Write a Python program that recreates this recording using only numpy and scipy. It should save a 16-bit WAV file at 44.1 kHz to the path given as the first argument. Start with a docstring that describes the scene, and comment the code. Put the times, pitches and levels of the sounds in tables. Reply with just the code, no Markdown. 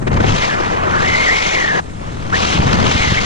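"""Airstream noise in freefall

Freefall just after leaving an aircraft, heard through two microphone ports of a helmet camera.
Turbulence, as coloured noise under drawn level curves, gives the rumble, buffeting, roar and hiss.
Large eddies thump, slaps of air crackle, and vortices shed from an edge of the housing whistle.
For half a second the ports are sheltered and the roar drops away, then it surges back.
A thin hiss, nearly steady, lies at the right port."""
import sys
import numpy as np
from scipy import signal
from scipy.fft import rfft, irfft, next_fast_len
from scipy.io import wavfile
from scipy.ndimage import uniform_filter1d, minimum_filter1d, map_coordinates

SR = 44100
rng = np.random.default_rng(int(sys.argv[2]) if len(sys.argv) > 2 else 0)


def generate_wav(signal):
    """Clip the signal to [-1, 1] and save it as 16-bit WAV at the path in sys.argv[1]."""
    frames = np.transpose(np.atleast_2d(signal))
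    scaled = np.clip(frames, -1, 1) * 32767
    pcm = np.round(scaled).astype(np.int16)
    wavfile.write(sys.argv[1], SR, pcm)


N = 143325

# Level of the deep rumble: start_s, level_db
RUMBLE_LEVEL = [(0, -26.5), (.2, -22), (.33, -17.5), (.45, -29), (1.1, -27), (1.5, -30.5), (1.85, -31.5),
                (2.25, -25), (2.5, -24.5), (2.64, -24), (2.75, -25.5), (2.95, -26), (3.25, -23.5)]
# Level of the rougher buffeting: start_s, level_db
BUFFET_LEVEL = [(0, -19.5), (.12, -19), (.16, -15.5), (.34, -13), (.42, -26.5), (.84, -24), (1.1, -20.5),
                (1.22, -32), (1.5, -33), (1.76, -27.5), (1.86, -29), (2.3, -22.5), (2.53, -25.5),
                (2.58, -21), (2.7, -15.5), (2.76, -13.5), (2.88, -12.5), (2.93, -24.5), (3.25, -20.5)]
# Level of the roar before flutter: start_s, level_db
ROAR_LEVEL = [(0, -43), (.05, -34), (.13, -19), (.5, -16.5), (.58, -15.5), (1.2, -16), (1.5, -18),
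              (1.72, -17.5), (1.797, -16), (1.812, -36.5), (1.96, -33.5), (2.08, -28), (2.15, -31),
              (2.3, -24.5), (2.335, -16.5), (2.8, -16.5), (3.14, -18.5), (3.25, -18.5)]
# Level of the hiss before flutter and HISS_LIFT_DB: start_s, level_db
HISS_LEVEL = [(0, -63), (.1, -66), (.13, -34), (.18, -38), (.27, -26.5), (.44, -22.5), (.56, -32.5),
              (.72, -32), (.81, -37.5), (1.1, -24), (1.48, -22), (1.797, -31), (1.812, -51), (2.1, -42.5),
              (2.315, -38), (2.36, -21.5), (2.54, -21), (2.62, -27.5), (2.73, -24.5), (2.78, -29),
              (2.9, -20.5), (3.15, -23.5), (3.25, -21)]
# Edge whistle, whose pitch follows the local airspeed: start_s, pitch_hz, level_db, purity_0_to_1
WHISTLE_PATH = [(0, 1200, -57, 0.3), (.38, 2160, -31, 0), (.44, 2110, -18, 0.4), (.48, 1850, -31, 0),
                (.505, 1700, -18, 0.7), (.55, 1483, -21.5, 0.15), (.63, 1250, -25.5, 0.25),
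                (.8, 950, -30, 0.04), (.96, 1458, -17, 0.04), (1.02, 1691, -21.5, 0.15),
                (1.07, 2021, -17, 0.72), (1.25, 2170, -15.5, 0.88), (1.298, 1923, -14.5, 0.7),
                (1.335, 2154, -15.5, .8), (1.5, 2200, -23, 0.47), (1.57, 2084, -16.5, 0.5),
                (1.63, 1902, -17, 0.6), (1.74, 1660, -15.5, 1), (1.795, 1720, -23.5, 0.13),
                (1.815, 1208, -55, 0), (2.315, 1140, -61, .5), (2.328, 1360, -16, 0.74),
                (2.341, 1690, -12.5, .85), (2.362, 1920, -18, 0.96), (2.385, 2197, -37, 0.06),
                (2.93, 1997, -30, 0.26), (3.02, 2220, -18.5, 0.4), (3.09, 1950, -23, .6),
                (3.155, 1834, -30, 0.16), (3.175, 2150, -14.5, .85), (3.25, 2120, -29, 0.4)]
# Big eddies striking the ports: centre_s, length_s, level_db
EDDY_STRIKES = [(0.166, 0.09, -13.5), (0.208, 0.04, -24), (2.559, 0.016, -13.5), (2.599, 0.012, -4.5),
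                (2.672, 0.018, -11.5), (2.76, 0.042, -17), (2.956, 0.013, -12), (3.006, 0.0077, -11),
                (3.079, 0.009, -9.5), (3.122, 0.0087, -9.5)]
# Slaps of air that crackle up into the treble: centre_s, length_s, level_db
AIR_SLAPS = [(.026, .016, -21.5), (.078, 0.011, -9), (.119, 0.006, -14), (.146, 0.0077, -34),
             (.207, 0.0077, -6.5), (.245, 0.0095, -6), (.264, 0.011, -19), (.604, 0.019, -19),
             (.725, .016, -16), (.858, 0.004, -37), (1.778, 0.006, -19.5), (2.016, 0.008, -27)]

# Spectral shapes, each later scaled to rms 1: frequency_hz, relative_density_db
LEE_SPECTRUM = [(500, -5), (2000, -16), (3600, 6), (4700, 3.5), (6500, 6.5), (8200, 5.5), (9500, 0),
                (10800, -11.5), (12500, -25)]
RUMBLE_SPECTRUM = [(12, 3.5), (28, 2), (45, -0.5), (70, 1.5), (100, -2), (160, -29), (400, -69.5)]
EDDY_SPECTRUM = [(20, -5), (45, -11.5), (75, 4.5), (130, -1), (250, -10.5), (600, -23.5), (2000, -84)]
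BUFFET_SPECTRUM = [(30, -14), (65, -15), (100, 1), (155, -1.5), (250, -7), (400, -14), (800, -22),
                   (2000, -32), (5000, -83)]
SLAP_SPECTRUM = [(100, -15), (350, 8.5), (1000, -1), (2000, -9.5), (3200, -17.5), (4800, -24.5),
                 (6500, -23), (8200, -39), (11000, -60)]
ROAR_SPECTRUM = [(60, -39), (170, -1), (300, -6), (500, -0.5), (800, -2), (1100, -3.5), (1500, -8.5),
                 (2200, -13.5), (3200, -25.5), (5000, -78), (9000, -65)]
HISS_SPECTRUM = [(400, -17), (1200, 3.5), (2000, -0.5), (3000, 2.5), (4000, -0.5), (4900, -1.5),
                 (6200, -2.5), (7200, -7), (8200, -17.5), (10000, -25), (11200, -37), (13000, -59)]

# What reaches the right port: frequency_hz, level_db, likeness_0_to_1, left_phase_lead_rad
RUMBLE_TO_RIGHT = [(30, -2.6, 1, 0), (100, -0.81, 0.83, 0)]
BUFFET_TO_RIGHT = [(30, -16.5, 1, 0), (90, -4, 0.48, 0), (200, -5, 0.35, 0.0079), (400, -5, 0.29, 0.0041)]
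FLOW_TO_RIGHT = [(151, -36, 0.9, -6), (340, -9.5, 0.75, -4.5), (650, -3.5, 1, -2.5),
                 (1060, 0.5, 0.94, -2.5), (2170, -.6, 1, -1.79), (3270, 0, 0.6, -1), (4410, -7, 0.9, 1.3),
                 (4900, -20.5, 0, -9), (8000, -14, 0.76, 20)]

LEE_DB = -45
PATCHY_DB = 1.4  # spread of random gain over time and frequency
HISS_LIFT_DB = 3
FULL_BUFFET_DB = -13.5  # buffeting level at which the flutter depth is TEAR_DB
TEAR_DB, TEAR_GROWS, TEAR_HZ = 3, 0.51, 189.2  # flutter depth, growth exponent, knots a second
GUST_DB, GUST_HZ = -0.3, 32.03  # quick gusts shared by roar and hiss: depth, knots a second
JITTER_HZ, WAVER, SPUTTER_DB = 59.8, 0.01716, 3.5  # fast pitch jitter, slower relative waver, level
AIRY_HZ = 360  # approximate reach of the airy band on each side of the whistle
TOP_HZ = 13400


def amp(db):
    """Logarithmic level: decibels become a gain in amplitude."""
    return 10 ** (np.asarray(db) / 20)


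def unit(x):
    """Normalisation: mean power becomes 1."""
    return x / np.sqrt(np.mean(x ** 2) + 1e-20)


def along(points, hz):
    """Logarithmic frequency scale: each column of a table is interpolated at hz."""
    f, *columns = np.transpose(points)
    return [np.interp(np.log(hz + 1), np.log(f + 1), column) for column in columns]


def curves(rows):
    """Linear interpolation in time: one value per sample for each column after the first."""
    s, *columns = np.transpose(rows)
    t = np.arange(N) / SR
    return [np.interp(t, s, column) for column in columns]


def wobble(rate):
    """Band-limited fluctuation: a smooth curve through random knots, rate of them a second."""
    knots = rng.standard_normal(8192)
    return map_coordinates(knots, [np.arange(N) * rate / SR + 2], mode="wrap")


def bursts(rows):
    """Superposition of energy: bell-shaped bursts add in power and yield one gain."""
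    t = np.arange(N) / SR
    power = sum(amp(db) ** 2 * np.exp(-(2 * (t - s) / length) ** 2) for s, length, db in rows)
    return np.sqrt(power)


def filtered(x, response):
    """Linear filtering: the spectrum of x is multiplied by a complex response."""
    m = next_fast_len(N + SR // 2)  # padding limits wrap-around
    return irfft(rfft(x, m) * response(np.fft.rfftfreq(m, 1 / SR)), m)[..., :N]


def rush(spectrum, patchy_db):
    """Turbulence noise: two unrelated coloured noises share patches of random gain, at rms 1."""
    cells = signal.stft(rng.standard_normal((2, N)), nperseg=256)[2]
    patches = rng.standard_normal(cells.shape[1:])
    patches = uniform_filter1d(patches, size=5, axis=0)  # across frequency
    patches = uniform_filter1d(patches, size=8, axis=1)  # across time
    pair = signal.istft(cells * amp(patchy_db * unit(patches)), nperseg=256)[1][:, :N]
    return unit(filtered(pair, lambda hz: amp(along(spectrum, hz)[0])))


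def churn(spectrum, even):
    """Low turbulence: dividing by a power of the short-term energy partly evens out chance swells."""
    pair = rush(spectrum, patchy_db=.5)
    power = np.abs(uniform_filter1d(pair ** 2, size=SR // 25, axis=1)) + 1e-6
    return unit(pair / power ** (even / 2))


def ports(pair, to_right):
    """Partial coherence: left is the first signal, right a phase-shifted mix of it and the second."""
    def response(hz):
        db, alike, phase = along(to_right, hz)
        alike = np.clip(alike, 0, 1)
        shared = alike * np.exp(-1j * phase)
        separate = np.sqrt(1 - alike ** 2)
        return amp(db) * np.array([shared, separate])
    right = filtered(pair, response).sum(axis=0)
    return np.array([pair[0], right])


def lee_hiss():
    """Lee turbulence: thin noise at the sheltered right port, its level wavering slightly."""
    return amp(LEE_DB + 0.76 * wobble(42)) * rush(LEE_SPECTRUM, PATCHY_DB)[0]


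def pounding(buffeting):
    """Large-scale turbulence: rumble and eddies nearly alike at both ports, buffeting less so."""
    deep = amp(curves(RUMBLE_LEVEL)[0]) * churn(RUMBLE_SPECTRUM, even=0.5)
    eddies = bursts(EDDY_STRIKES) * churn(EDDY_SPECTRUM, even=0.55)
    body = buffeting * churn(BUFFET_SPECTRUM, even=0.87)
    return ports(deep + eddies, RUMBLE_TO_RIGHT) + ports(body, BUFFET_TO_RIGHT)


def flaps():
    """Transient excitation: short slaps of air are bursts of broadband noise."""
    return bursts(AIR_SLAPS) * rush(SLAP_SPECTRUM, PATCHY_DB)


def whistle():
    """Vortex shedding: an edge tone wavers and sputters, and when impure yields to a noise band."""
    pitch_hz, db, purity = curves(WHISTLE_PATH)
    moving_hz = pitch_hz * (1 + WAVER * wobble(70)) + JITTER_HZ * wobble(400)
    carrier = np.exp(2j * np.pi * np.cumsum(moving_hz) / SR)
    tone = unit(amp(SPUTTER_DB * wobble(140)) * carrier.real)
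    # complex noise on the carrier spreads it into a band
    spread = wobble(2 * AIRY_HZ) + 1j * wobble(2 * AIRY_HZ)
    airy = unit((spread * carrier).real)
    sound = amp(db) * (np.sqrt(purity) * tone + np.sqrt(1 - purity) * airy)
    return np.array([sound, np.zeros(N)])


def airstream(buffeting):
    """Amplitude modulation: roar and hiss flutter more deeply as the buffeting grows."""
    tear_db = TEAR_DB * (buffeting / amp(FULL_BUFFET_DB)) ** TEAR_GROWS
    # flutter in decibels raises mean power; this offset roughly cancels the rise
    offset_db = tear_db ** 2 * np.log(10) / 20
    flutter_db = tear_db * wobble(TEAR_HZ) - offset_db + GUST_DB * wobble(GUST_HZ)
    roar_db = curves(ROAR_LEVEL)[0] + 0.88 * flutter_db
    hiss_db = curves(HISS_LEVEL)[0] + HISS_LIFT_DB + flutter_db
    roar = amp(roar_db) * rush(ROAR_SPECTRUM, PATCHY_DB)
    hiss = amp(hiss_db) * rush(HISS_SPECTRUM, PATCHY_DB)
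    return roar + hiss


def scene():
    """Superposition: pounding and flow noise reach both ports, the lee hiss the right one only."""
    buffeting = amp(curves(BUFFET_LEVEL)[0])
    out = pounding(buffeting)
    out += ports(flaps() + whistle() + airstream(buffeting), FLOW_TO_RIGHT)
    out[1] += lee_hiss()
    return out


def record(dry):
    """Peak limiting and band limiting: one fast gain serves both ports, then a cut at TOP_HZ."""
    needed = np.minimum(1, .95 / (np.abs(dry).max(axis=0) + 1e-9))
    gain = uniform_filter1d(minimum_filter1d(needed, size=200), size=200)
    return filtered(dry * gain, lambda hz: hz < TOP_HZ)


dry = scene()
out = record(dry)
generate_wav(out)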